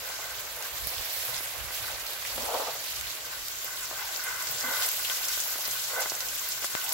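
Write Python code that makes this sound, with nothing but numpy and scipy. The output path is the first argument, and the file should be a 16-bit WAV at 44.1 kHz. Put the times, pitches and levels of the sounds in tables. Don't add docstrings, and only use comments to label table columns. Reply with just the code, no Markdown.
import sys
import numpy as np
from scipy import signal
from scipy.fft import rfft, irfft, next_fast_len
from scipy.io import wavfile
from scipy.ndimage import uniform_filter1d

SR = 44100
rng = np.random.default_rng(int(sys.argv[2]) if len(sys.argv) > 2 else 0)


def dump_mix(stems):
    frames = np.atleast_2d(stems).T
    limited = np.clip(frames, -1, 1)
    pcm = np.round(limited * 32767).astype(np.int16)
    wavfile.write(sys.argv[1], SR, pcm)


N = 305613

# f/Hz, density/dB per Hz
KITCHEN_SPECTRUM = [(15, -37), (25, -18), (54, 4.5), (75, -6.5), (124, 0.5), (204, -14.5), (276, -7.5),
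                    (400, -2.5), (520, -11.5), (880, -120)]
KITCHEN_LEVEL_DB = -59.5
# f/Hz, width/Hz, rms level/dB
HUMS = [(49.9, 5.7, -70), (634.5, 8, -65)]
# t of the top/s, half length/s, level before the last filter/dB
STEAM_GUSTS = [(0.01, .03, -51), (0.35, 0.12, -51.5), (0.57, 0.026, -52), (0.74, 0.023, -47),
               (0.846, 0.045, -38), (0.992, 0.017, -37), (1.203, 0.037, -50), (1.628, 0.057, -39.5),
               (1.818, .03, -47), (1.93, 0.1, -47), (2.38, 0.12, -45.5), (3.012, 0.066, -44.5),
               (3.407, 0.038, -50)]
# t/s, signed height left, signed height right, width/ms
DROPLET_HITS = [(0.873, -0.012, .06, 0.62), (6.7519, -0.51, 0.023, 0.16)]
# t/s, push level before the filters/dB, ring against push/dB, left-right/dB
SPATULA_KNOCKS = [(1.010, -32, -6, -1.0), (1.407, -30.5, -6, 1), (1.706, -36, 12, 0), (2.38, -26, -21, 9),
                  (3.913, -27.5, -26, -1), (4.300, -39, 0, 10), (4.640, -32, -4, 12),
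                  (5.100, -33.5, -8, 12), (5.375, -35, 7, -1), (5.558, -31, -1, -7), (5.682, -35, -16, 17),
                  (6.058, -28.5, 7, 1.0), (6.120, -25.5, -19, -1.0), (6.624, -36, -2, 1.0),
                  (6.644, -26.5, 4, 0.0)]
# f/Hz, width/Hz, level/dB
PAN_MODES = [(638, 93, -10.5), (830, 64, -6), (1023, 146, -4.5), (1480, 51, 3), (1551, 61, -1),
             (2047, 57, 0.5)]
# t/s, length/s, start f/Hz, end f/Hz, width/Hz, level/dB
EDGE_STROKES = [(1.28, 0.13, 110, 111, 49.8, -55.5), (2.352, 0.098, 243, 255, 70, -52),
                (3.99, 0.14, 920, 743, 170, -46), (4.33, 0.063, 122, 118, 60, -60),
                (4.456, 0.13, 131, 122, 60, -55.5), (4.636, 0.08, 265, 273, 100, -50),
                (5.656, 0.079, 170, 170, 100, -63), (6.829, 0.15, 744, 1015, 200, -45.5)]
# t/s, hollow level/dB, ringing level before damping/dB
ONION_RUB = [(0.0, -49.5, -41), (1.2, -47.5, -41), (2.3, -48, -41), (2.9, -51.5, -42), (3.7, -55.5, -44),
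             (4.3, -51.5, -39), (5.0, -52.5, -41), (5.8, -50.5, -42.5), (6.93, -53.5, -42)]
# t of the top/s, rise/s, fall/s, hollow level/dB, ringing level/dB
SPATULA_DRAGS = [(2.386, .01, 0.091, -45, -75), (2.53, 0.086, 0.13, -32, -75), (3.33, .02, 0.053, -60, -44),
                 (3.672, 0.016, 0.026, -51, -43.5), (3.84, 0.025, .03, -61, -42.5),
                 (3.93, 0.019, .04, -51, -60), (4.31, 0.063, 0.094, -80, -40), (4.53, .06, 0.066, -54, -51),
                 (4.65, .015, 0.14, -53, -35), (4.82, 0.12, 0.062, -44.5, -38),
                 (5.0, 0.014, 0.03, -50, -44), (5.11, 0.03, 0.044, -69, -39), (5.21, 0.025, 0.11, -64, -48),
                 (5.995, .07, 0.034, -36.5, -32.5), (6.06, .015, 0.018, -50, -43),
                 (6.13, 0.018, 0.035, -48, -43.5), (6.21, 0.013, 0.058, -60, -43),
                 (6.64, 0.016, 0.014, -47, -44), (6.93, 0.035, 0.024, -50, -59)]
# f/Hz, density/dB per Hz
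HOLLOW_SPECTRUM = [(120, -58), (200, -28), (404, -15), (470, -3), (604, -1.5), (715, -2), (877, -3),
                   (1040, -8), (1280, -10), (1500, -18), (1800, -30), (2530, -100)]
# t/s, peak level/dB, centre f/Hz, left-right/dB, puff against crack/dB
OIL_SPITS = [(0.625, -19.5, 6300, 2, -11), (0.8717, -9.5, 12800, -4, -15), (0.9395, -25, 4140, -10, -14),
             (0.982, -20, 4120, -4, -12), (1.8705, -19.5, 13800, -5, -7), (2.2507, -21, 2680, -1, -7),
             (2.544, -22, 4000, -8, -7), (3.0702, -21.5, 3470, 1, -7), (3.3348, -26, 4420, -6, -7),
             (3.645, -13, 15100, 2, -5), (3.8316, -22, 7680, -4, -7), (4.1728, -17, 12800, 1, -5),
             (4.2397, -19, 10800, 0, -7), (4.4232, -19, 7180, 2, -7), (4.471, -19, 5340, -1, -3),
             (4.511, -12, 13800, 1, -7), (4.823, -20, 3520, -1, -5), (4.832, -16, 7030, -1, -10),
             (4.862, -15, 9000, -1, -10), (5.048, -18.5, 3460, -1, -5), (5.0991, -14, 3180, 0, -12),
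             (5.284, -14, 6760, 1, -4), (5.402, -13.5, 7100, 1, -4), (5.653, -19.5, 5630, -1, -7),
             (5.676, -12, 14800, 0, -7), (5.712, -17.5, 6840, -2, -4), (5.84, -18, 5700, 0, -2),
             (6.0057, -15.5, 11600, -3, -6), (6.098, -15.5, 5530, -4, -9), (6.1518, -19.5, 6860, -5, -1),
             (6.2061, -15, 5500, -3, -7), (6.286, -19.5, 5640, -3, -5), (6.3808, -19, 7160, 2, -7),
             (6.4882, -14, 13000, -1, -7), (6.521, -17, 4870, 1, -12), (6.6446, -12.5, 6800, -1, -6),
             (6.7006, -20, 13100, 0, -5), (6.8418, -17, 11850, -1, -4), (6.8645, -23, 3540, 0, -7)]
SPIT_BROAD_SHARE = .22
# t/s, sizzle level/dB, level of the top against it/dB
FRYING = [(0.0, -39.5, -1.5), (0.46, -40.5, -1), (0.83, -40, 2), (0.95, -37, 0.5), (1.3, -36.5, 1.5),
          (1.62, -40.5, 1), (1.8, -37, 0), (2.07, -39.5, -0.5), (2.45, -36.5, -0.5), (3.28, -40, -1.5),
          (3.5, -38.5, -0.5), (4.1, -37.5, -1.5), (4.65, -35.5, -1), (4.85, -31.5, 1), (4.96, -36.5, 1),
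          (5.02, -33, -0.5), (5.6, -35.5, 1.5), (5.72, -35, 0.5), (5.92, -36, 0), (6.18, -36.5, -1),
          (6.45, -36.5, 1), (6.7, -37.5, -0.5), (6.93, -34.5, -1.5)]
# f/Hz, density/dB per Hz
SIZZLE_SPECTRA = [(1060, -42), (1800, 0), (1990, 3), (2220, -1), (3480, 0), (4250, 1.5), (8750, -13.5),
                  (11800, -5), (15100, -13.5), (16000, -2)], [(1060, -6), (1800, -10.5), (2050, -13),
                  (2410, -4.5), (2790, -2.5), (7420, 2), (8670, -13.5), (11500, -4), (15100, -5),
                  (16000, 0)]
# t of the top/s, change of level/dB
SIZZLE_FLARES = [(0.77, 2), (1.35, 4.5), (1.75, 2.5), (2.27, 3), (4.15, 4), (4.38, -0.5), (4.82, 2.5),
                 (5.29, 2), (5.34, 2), (5.52, 3), (6.02, 5), (6.1, -2.5), (6.16, -2), (6.21, 1.5),
                 (6.52, 3), (6.64, 4.5), (6.76, 2)]
FLARE_RISE_S, FLARE_FALL_S, FLARE_TREBLE_SHARE = 0.011, 0.021, .3
# t/s, share of the later character from 0 to 1, left-right of the sizzle/dB
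SCENE_STAGE = [(0, 0.6, -1.5), (1.2, 0.45, -3), (3.1, 0.52, -1.7), (3.5, 0.72, -0.5), (6.93, 0.82, 0)]
TOP_FROM_HZ, CUTOFF_HZ = 8250, 15780


def from_db(db):
    return 10 ** (np.asarray(db) / 20)


def rms_one(x):
    return x / np.sqrt(np.mean(x ** 2) + 1e-20)


def in_time(rows):
    s, *columns = np.transpose(rows)
    return [np.interp(np.arange(N) / SR, s, column, right=column[-1]) for column in columns]


def drift(rate):
    r = np.exp(-80 * np.pi * rate / SR)
    white = rng.standard_normal(N // 40 + 2002)
    slow = signal.lfilter([1], [1, -2 * r, r * r], white)[2000:]
    return np.interp(np.arange(N) / 40, np.arange(len(slow)), rms_one(slow))


def colour(x, spectrum):
    size = next_fast_len(N)
    hz, db = np.transpose(spectrum)
    bin_hz = np.arange(1, size // 2 + 2) * SR / size
    gain = from_db(np.interp(np.log(bin_hz), np.log(hz), db, left=-90, right=-90))
    return rms_one(irfft(rfft(x, size) * gain, size)[..., :N])


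def band(x, low_hz, high_hz, order=2):
    sos = signal.butter(order, [low_hz, min(high_hz, .45 * SR)], "band", fs=SR, output="sos")
    return signal.sosfilt(sos, x)


def pair(alike):
    mid, side = rng.standard_normal((2, N))
    alike = np.clip(alike, 0, 1)
    return np.sqrt((1 + alike) / 2) * mid + np.sqrt((1 - alike) / 2) * side * [[1], [-1]]


def bursts(per_s, spread_db, decay_ms):
    sizes = from_db(2 * spread_db * np.minimum(rng.exponential(1, N), 3))
    starts = sizes * (rng.random(N) < per_s / SR)
    power = signal.lfilter([1], [1, -np.exp(-1000 / (decay_ms * SR))], starts + 1e-12)
    return power / power.mean()


def sides(pan_db):
    return from_db(np.array([[pan_db], [-pan_db]]) / 2)


def narrow(hz, width, size):
    lowpass = signal.butter(2, width / 2, fs=SR, output="sos")
    slow = signal.sosfilt(lowpass, rng.standard_normal((2, size + 8000)))[:, 8000:]
    turning = np.exp(2j * np.pi * np.cumsum(hz * np.ones(size)) / SR)
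    return rms_one(np.real((slow[0] + 1j * slow[1]) * turning))


def swells(tops_s, heights, rise_s, fall_s):
    late = np.arange(0, N + 32, 32) / SR - np.reshape(tops_s, (-1, 1))
    span = np.where(late < 0, np.reshape(rise_s, (-1, 1)), np.reshape(fall_s, (-1, 1)))
    curve = heights @ np.exp(-np.abs(late / span) ** 1.5)
    return np.interp(np.arange(N) / 32, np.arange(late.shape[1]), curve)


def kitchen():
    hum = sum(from_db(db) * narrow(hz, width, size=N) for hz, width, db in HUMS)
    return from_db(KITCHEN_LEVEL_DB) * colour(pair(0.86), KITCHEN_SPECTRUM) + hum


def buffeting():
    flap = band(rng.standard_normal((2, N)), 38, 96)
    flap = flap / np.sqrt(uniform_filter1d(flap ** 2, size=1200) + 1e-9)
    s, half_s, db = np.transpose(STEAM_GUSTS)
    gusts = flap * swells(s, from_db(db), half_s, half_s)
    return band(gusts, 23, 150) * from_db([[-14.], [0]])


def droplets():
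    t = np.arange(N) / SR
    out = np.zeros((2, N))
    for s, left, right, ms in DROPLET_HITS:
        pulse = np.exp(-((t - s) * 2000 / ms) ** 2)
        out += pulse * np.array([[left], [right]])
    return band(out, 110, 9000, order=1)


def pan_body(x):
    out = 0
    for k, (hz, width, db) in enumerate(PAN_MODES):
        r = np.exp(-np.pi * width / SR)
        ringing = signal.lfilter([1 - r, 0, r - 1], [1, -2 * r * np.cos(2 * np.pi * hz / SR), r * r], x)
        out = out + (-1) ** k * from_db(db) * ringing
    return out


def knocks():
    push, strike = np.zeros((2, 2, N))
    for s, db, ring_db, pan_db in SPATULA_KNOCKS:
        at = [round(s * SR)]
        push[:, at] = from_db(db) * sides(pan_db)
        strike[:, at] = push[:, at] * from_db(ring_db)
    return 22.0 * band(push, 335, 1330) + 26.0 * pan_body(strike) + 2.8 * band(strike, 1000, 2200)


def strokes():
    out = np.zeros(N + SR)
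    for s, length, start_hz, end_hz, width, db in EDGE_STROKES:
        gone = np.arange(14000) / SR / length
        shape = np.sin(np.pi * np.clip(gone, 0, 1) ** 1.05) ** 0.32
        chatter = narrow(start_hz + (end_hz - start_hz) * gone, width, size=len(gone))
        at = round(s * SR)
        out[at:at + len(gone)] += from_db(db) * shape * chatter
    return out[:N]


def drags():
    s, rise_s, fall_s, hollow_db, ring_db = np.transpose(SPATULA_DRAGS)
    steady_hollow, steady_ring = from_db(in_time(ONION_RUB))
    hollow = steady_hollow + swells(s, from_db(hollow_db), rise_s, fall_s)
    return hollow, steady_ring, swells(s, from_db(ring_db), rise_s, fall_s)


def rubbing(hollow_gain, ring_gain, drag_gain, dry):
    rush = pair(0.64) * np.sqrt(0.5 + .5 * bursts(per_s=90., spread_db=5.5, decay_ms=9.6))
    hollow = colour(rush, HOLLOW_SPECTRUM)
    grain = pair(0.28) * np.sqrt(1 + 0.4 * bursts(per_s=120., spread_db=6.0, decay_ms=4.6))
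    ringing = rms_one(band(pan_body(grain), 1130, 2400))
    modes = (0.16 + 0.85 * dry ** 2) * from_db(2.8 * drift(4.0)) * ringing
    scratch = (.7 - 0.25 * dry) * rms_one(band(grain, 995, 2680))
    rasp = pair(0.45) * np.sqrt(1.5 + 0.7 * bursts(per_s=230.0, spread_db=-0.5, decay_ms=6.0))
    drag = rms_one(band(pan_body(rasp), 950, 2080))
    return hollow_gain * hollow + ring_gain * (modes + scratch) + drag_gain * drag


def spits():
    out, t = np.zeros((2, N + 1000)), np.arange(1000) / SR
    noises = rng.standard_normal((len(OIL_SPITS), 2, 1000))
    for (s, db, hz, pan_db, puff_db), noise in zip(OIL_SPITS, noises):
        noise[:, 0] = 3.0 * np.sign(noise[0, 0])
        crack_decay, puff_decay = np.exp(-t / 0.00012), np.exp(-t / 0.011)
        spit = noise * (crack_decay + from_db(puff_db) * puff_decay)
        spit = band(spit, hz / 1.3, hz * 1.264) + SPIT_BROAD_SHARE * band(spit, 1900, 12800)
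        at = round(s * SR)
        out[:, at:at + 1000] += from_db(db) * sides(pan_db) * spit / np.abs(spit).max()
    return out[:, :N]


def sizzle(level_db, bright_db, flare_db, dry):
    white, out = rng.standard_normal((2, 2, N)), 0
    wide, together = bursts(per_s=22.0, spread_db=12.5, decay_ms=1.3), drift(19.0)
    edges_hz = 1500 * 2 ** np.arange(0, 4, 1 / 3)
    for k, (low, high) in enumerate(zip(edges_hz, edges_hz[1:])):
        own = bursts(per_s=50., spread_db=6.5, decay_ms=0.33)
        wander_db = 0.82 * together + 1.48 * drift(20.6)
        gain = np.sqrt(1 + 0.017 * wide + 0.087 * own) * from_db(wander_db)
        out = out + gain * band(white[k % 2], low, high)
    early_spectrum, late_spectrum = SIZZLE_SPECTRA
    out = (1 - dry) * colour(out, early_spectrum) + dry * colour(out, late_spectrum)
    body, top = band(out, 1000, TOP_FROM_HZ, order=12), band(out, TOP_FROM_HZ, 19000, order=12)
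    body = from_db(flare_db) * body / np.std(band(out, 1940, 10700, order=4))
    top = from_db(bright_db + FLARE_TREBLE_SHARE * flare_db) * rms_one(top)
    return from_db(level_db) * (body + top)


def scene():
    dry, pan_db = in_time(SCENE_STAGE)
    flare_db = swells(*np.transpose(SIZZLE_FLARES), FLARE_RISE_S, FLARE_FALL_S)
    left_right = from_db(np.array([pan_db, -pan_db]) / 2)
    background = kitchen() + buffeting() + droplets()
    spatula_and_onions = knocks() + strokes() + rubbing(*drags(), dry)
    frying = spits() + sizzle(*in_time(FRYING), flare_db, dry) * left_right
    return background + spatula_and_onions + frying


def record(dry):
    return signal.sosfilt(signal.ellip(12, .3, 60, CUTOFF_HZ, fs=SR, output="sos"), dry)


dry = scene()
out = record(dry)
dump_mix(out)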